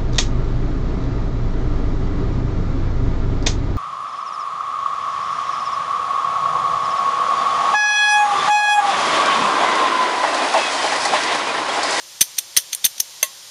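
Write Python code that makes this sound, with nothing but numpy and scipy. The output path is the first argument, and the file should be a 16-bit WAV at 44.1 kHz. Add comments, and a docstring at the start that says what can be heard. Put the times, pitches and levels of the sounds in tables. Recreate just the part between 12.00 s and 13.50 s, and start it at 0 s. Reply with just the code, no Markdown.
"""The igniter of a hand torch, outdoors beside a wall: its trigger is squeezed and let go three times.
The catch slips, the spring hammer snaps and rebounds, and the parts scrape back; then the torch is knocked once.
Each contact is gritty noise, heard as a crack and through ringing parts; the knock also rings the tube.
A short noise tail makes the echo, and shaped noise makes the steady gas hiss from the tip.
The small microphone has a notch in the treble and clips the loudest snaps."""
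import sys
import numpy as np
from scipy import signal
from scipy.fft import rfft, irfft
from scipy.io import wavfile
from scipy.ndimage import uniform_filter1d

SR = 44100
rng = np.random.default_rng(int(sys.argv[2]) if len(sys.argv) > 2 else 0)


def ratio_of_db(decibels):
    """Turn decibels (scalar or array-like) into linear amplitude factors; 0 dB maps to 1."""
    return 10 ** (np.asarray(decibels, float) / 20)


def waveform_to_disk(signal):
    """Save audio, clipped to [-1, 1], as 16-bit WAV at the path in sys.argv[1]."""
    frames = np.transpose(np.atleast_2d(signal))
    scaled = np.clip(frames, -1, 1) * 32767
    samples = np.round(scaled).astype(np.int16)
    wavfile.write(sys.argv[1], SR, samples)


N = 66150  # length of the scene [samples]
SPAN = 8192  # length of one contact [samples]
PRE = 512  # room before its peak or start [samples]

# Parts sliding over each other: (time of the peak [s], relative level [dB], rise time constant [ms],
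# time to fall 60 dB [ms], tilt [dB per octave], spring ring [dB], handle ring [dB])
SLIDE_EVENTS = [(0.2096, -9, 0.89, 27, 2.5, 4.5, -10.5), (0.371, -37, 1.5, 53, -2.5, -6, -25),
                (.3850, -20, 2, 20, -0.5, 12, -26), (.5664, -10.5, 0.47, 36, 0, -15, -6),
                (0.7313, -19.5, 2.6, 38, -0.5, 8, -38), (0.8446, -11, 1.24, 22, -0.5, 3.5, -17.5),
                (0.9814, -33.5, 1.5, 30, 1.5, 11, -28), (1.0015, -13.5, 1.5, 25, 5, 6, -36),
                (1.2370, -24, 2.5, 88, 1, -14, -12)]
# Hammer and stops striking: (time [s], relative level [dB], time to fall 60 dB [ms],
# tilt [dB per octave], spring ring [dB], handle ring [dB])
SNAP_EVENTS = [(0.2135, -0.5, 29.3, 4, 5, -36), (.2265, -14.5, 13, -3, -10, -8.5),
               (0.387, -10, 26.7, 3, -1, -27), (0.572, 0, 29.3, 8, 6.5, -34),
               (0.5834, -20, 50, -1.5, -9, -14), (.7484, -15, 24, 4, -28, -34),
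               (0.8501, -2.5, 36, 9, 2, -28), (0.862, -15, 29, -0.5, 2, -18),
               (1.0022, -7, 28.3, 20, 6, -44), (1.2286, -6.5, 21.2, 3.5, 7.5, -6)]
# Dull push of the hammer into the handle: (time of the start [s], level [dB])
THUMP_EVENTS = [(0.5726, -35), (0.8504, -29)]

# Ringing of the igniter body: (frequency [Hz], relative level [dB], time to fall 60 dB [s])
BODY_MODES = [(3250, -8, .008), (3700, -6, .007), (4350, -6, .007), (4900, -9, .007), (8900, -5, .006),
              (9500, -4, .006), (10300, -6, .006), (11300, -3, .006), (11900, -2, .006), (12600, -7, .005),
              (13700, -5, .005)]
# Ringing of the hammer spring: (frequency [Hz], relative level [dB], time to fall 60 dB [s])
SPRING_MODES = [(5850, -5, .010), (6170, 0, .016), (6340, -1, .016), (6750, -8, .008)]
# Ringing of the handle shell: (frequency [Hz], relative level [dB], time to fall 60 dB [s])
HANDLE_MODES = [(2030, 0, .012), (2550, -7, .007), (4500, 0, .006)]
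# Ringing of the torch tube after the knock: (frequency [Hz], level [dB], time to fall 60 dB [s])
TUBE_MODES = [(622, -22.5, 0.062), (549, -30, 0.065), (890, -24, .02), (1084, -28, 0.18), (1940, -31, 0.16),
              (2700, -17.5, 0.056), (11600, -30, 0.083), (11870, -36, .05)]

# Broad crack of the contact: (frequency [Hz], relative level [dB])
CRACK_COLOUR = [(300, -21.5), (1000, -16), (1600, -21), (2300, -42), (3300, 4.5), (5300, -13), (6300, 3.5),
                (7500, -2.5), (9000, 0), (12000, -6.5), (14500, -1), (16100, -33)]
# Gas hiss with the outdoor background: (frequency [Hz], relative level [dB])
HISS_COLOUR = [(15, -57), (25, -25), (145, -13), (302, -21.5), (345, -11), (453, -16.5), (562, -7),
               (610, -12), (1020, -7.5), (1300, -11), (2850, -7), (3090, -4), (6080, -1.5), (7980, -7),
               (10500, -10.5), (14500, -17.5), (16100, -26)]
# Bass cut of the ringing parts and the echo: (frequency [Hz], gain [dB])
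BASS_CUT = [(100, -50), (1000, -24), (1900, 0), (16000, 0)]


def unit(x):
    """Scale to an average (rms) level of 1."""
    return x / np.sqrt(np.mean(x ** 2))


def fade(t, t60):
    """Decay that starts at t = 0 and falls 60 dB in t60 seconds."""
    return (t >= 0) * np.exp(-np.log(1000) * np.maximum(t, 0) / t60)


def colour(x, table, tilt_db=0):
    """Shape the spectrum by a table, and tilt it about 5 kHz [dB per octave]."""
    hz = np.maximum(np.arange(len(x) // 2 + 1) * SR / len(x), 10)
    table_hz, table_db = np.array(table).T
    shape_db = np.interp(np.log(hz), np.log(table_hz), table_db)
    octaves = np.log2(np.clip(hz, 1000, 16000) / 5000)
    return irfft(rfft(x) * ratio_of_db(shape_db + tilt_db * octaves), len(x))


def hiss():
    """Gas at the tip over the outdoor background: shaped noise whose level wavers slightly."""
    hiss_db, waver_db = -39.5, 0.6  # waver: spread before smoothing
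    hold = int(SR / 15)  # samples between new random levels
    steps = np.repeat(rng.standard_normal(N // hold + 1), hold)
    waver = uniform_filter1d(uniform_filter1d(steps, hold), hold)[:N]
    noise = unit(colour(rng.standard_normal(N), HISS_COLOUR))
    return ratio_of_db(hiss_db + waver_db * waver) * noise


def wall(x):
    """Short, bright, diffuse echo from the wall, the metal cabinet and the ground: a fading noise tail."""
    echo_db, t60_s, tilt_db, delay_s = -15.5, 0.14, 3, 0.003
    t = np.arange(SPAN) / SR
    tail = colour(rng.standard_normal(SPAN), BASS_CUT, tilt_db) * fade(t - delay_s, t60_s)
    tail = tail / np.sqrt(np.sum(tail ** 2))
    return ratio_of_db(echo_db) * signal.fftconvolve(x, tail)[:N]


def ring(modes):
    """Response of a part to one tap: a sum of fading sines, one for each way it can vibrate (mode)."""
    t = np.arange(SPAN) / SR
    return sum(ratio_of_db(db) * fade(t, t60) * np.sin(2 * np.pi * hz * t) for hz, db, t60 in modes)


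def ring_through(grit, modes, tilt_db=0):
    """Contact noise shaking a part; each contact lands elsewhere, so pitches and levels shift a little."""
    pitch_spread, level_spread_db = 0.008, 3  # pitch spread as a fraction
    shifts = rng.standard_normal((len(modes), 2))
    moved = [(hz * (1 + pitch_spread * a), db + level_spread_db * b, t60)
             for (hz, db, t60), (a, b) in zip(modes, shifts)]
    rung = signal.fftconvolve(grit, ring(moved))[:SPAN]
    return unit(colour(rung, BASS_CUT, tilt_db))


def contact(shape, tilt_db, spring_db, handle_db):
    """Gritty noise of the given envelope: heard as a crack and through body, spring and handle."""
    crack_db, body_db, grit_db = -1.5, -0.5, 2.5  # grit: average random boost of each sample
    roughness = ratio_of_db(grit_db * rng.exponential(size=SPAN))
    grit = rng.standard_normal(SPAN) * roughness * shape
    crack = ratio_of_db(crack_db) * unit(colour(grit, CRACK_COLOUR, tilt_db))
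    body = ratio_of_db(body_db) * ring_through(grit, BODY_MODES, tilt_db)
    spring = ratio_of_db(spring_db) * ring_through(grit, SPRING_MODES) / 2
    handle = ratio_of_db(handle_db) * ring_through(grit, HANDLE_MODES)
    return (crack + body + spring + handle) * np.sqrt(np.mean(shape ** 2))


def add(out, s, x):
    """Mix x in so that its sample PRE falls at time s."""
    start = int(round(s * SR)) - PRE
    out[start:start + len(x)] += x[:len(out) - start]


def slides(out, t):
    """Sliding parts: friction noise that swells to a peak, then fades."""
    for s, db, rise_ms, t60_ms, *tone in SLIDE_EVENTS:
        swell = np.exp(np.minimum(t, 0) / (rise_ms / 1000))
        shape = swell * fade(np.maximum(t, 0), t60_ms / 1000)
        add(out, s, ratio_of_db(db) * contact(shape, *tone))


def snaps(out, t):
    """Striking hammer and stops: noise that starts at once and fades."""
    for s, db, t60_ms, *tone in SNAP_EVENTS:
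        add(out, s, ratio_of_db(db) * contact(fade(t, t60_ms / 1000), *tone))


def thumps(out, t):
    """Hammer pushing into the handle: one smooth, one-sided pulse each."""
    thump_ms = 2.25
    for s, db in THUMP_EVENTS:
        add(out, s, ratio_of_db(db) * np.sin(np.pi * np.clip(t * 1000 / thump_ms, 0, 1)) ** 2)


def tube_knock(out):
    """Torch tube rung by the knock, with the bass below 420 Hz cut."""
    knock_s = 1.2287
    highpass = signal.butter(4, 420, "high", fs=SR, output="sos")
    tube = signal.sosfilt(highpass, ring(TUBE_MODES))
    add(out, knock_s, np.pad(tube, (PRE, 0)))


def igniter():
    """Trigger and hammer moving: slides, snaps and thumps, and the tube ringing from the knock."""
    out = np.zeros(N)
    t = (np.arange(SPAN) - PRE) / SR  # 0 at the peak or start of a contact
    slides(out, t)
    snaps(out, t)
    thumps(out, t)
    tube_knock(out)
    return out


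def scene():
    """Igniter, its echo and the hiss, as one channel."""
    clicks = igniter()
    return (clicks + wall(clicks) + hiss())[None]


def band_limit(x):
    """A steep low-pass at the top of the band."""
    return signal.sosfilt(signal.butter(12, 16270, fs=SR, output="sos"), x)


def record(dry):
    """Small microphone with a treble notch and clipping; after it, a steep top cut, then clipping again."""
    notch_hz, notch_width_hz, notch_db = 7930, 200, -15
    top_hz, clip = 14900, 1.0  # clip: full scale
    hz = np.arange(N // 2 + 1) * SR / N
    notch = ratio_of_db(notch_db * np.exp(-((hz - notch_hz) / notch_width_hz) ** 4))
    mic = irfft(rfft(dry) * notch, N)
    clipped_mic = np.clip(mic, -clip, clip)
    top_cut = signal.cheby1(8, 0.3, top_hz, fs=SR, output="sos")
    without_top = signal.sosfilt(top_cut, clipped_mic)
    return band_limit(np.clip(without_top, -clip, clip))


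dry = scene()
out = record(dry)
waveform_to_disk(out)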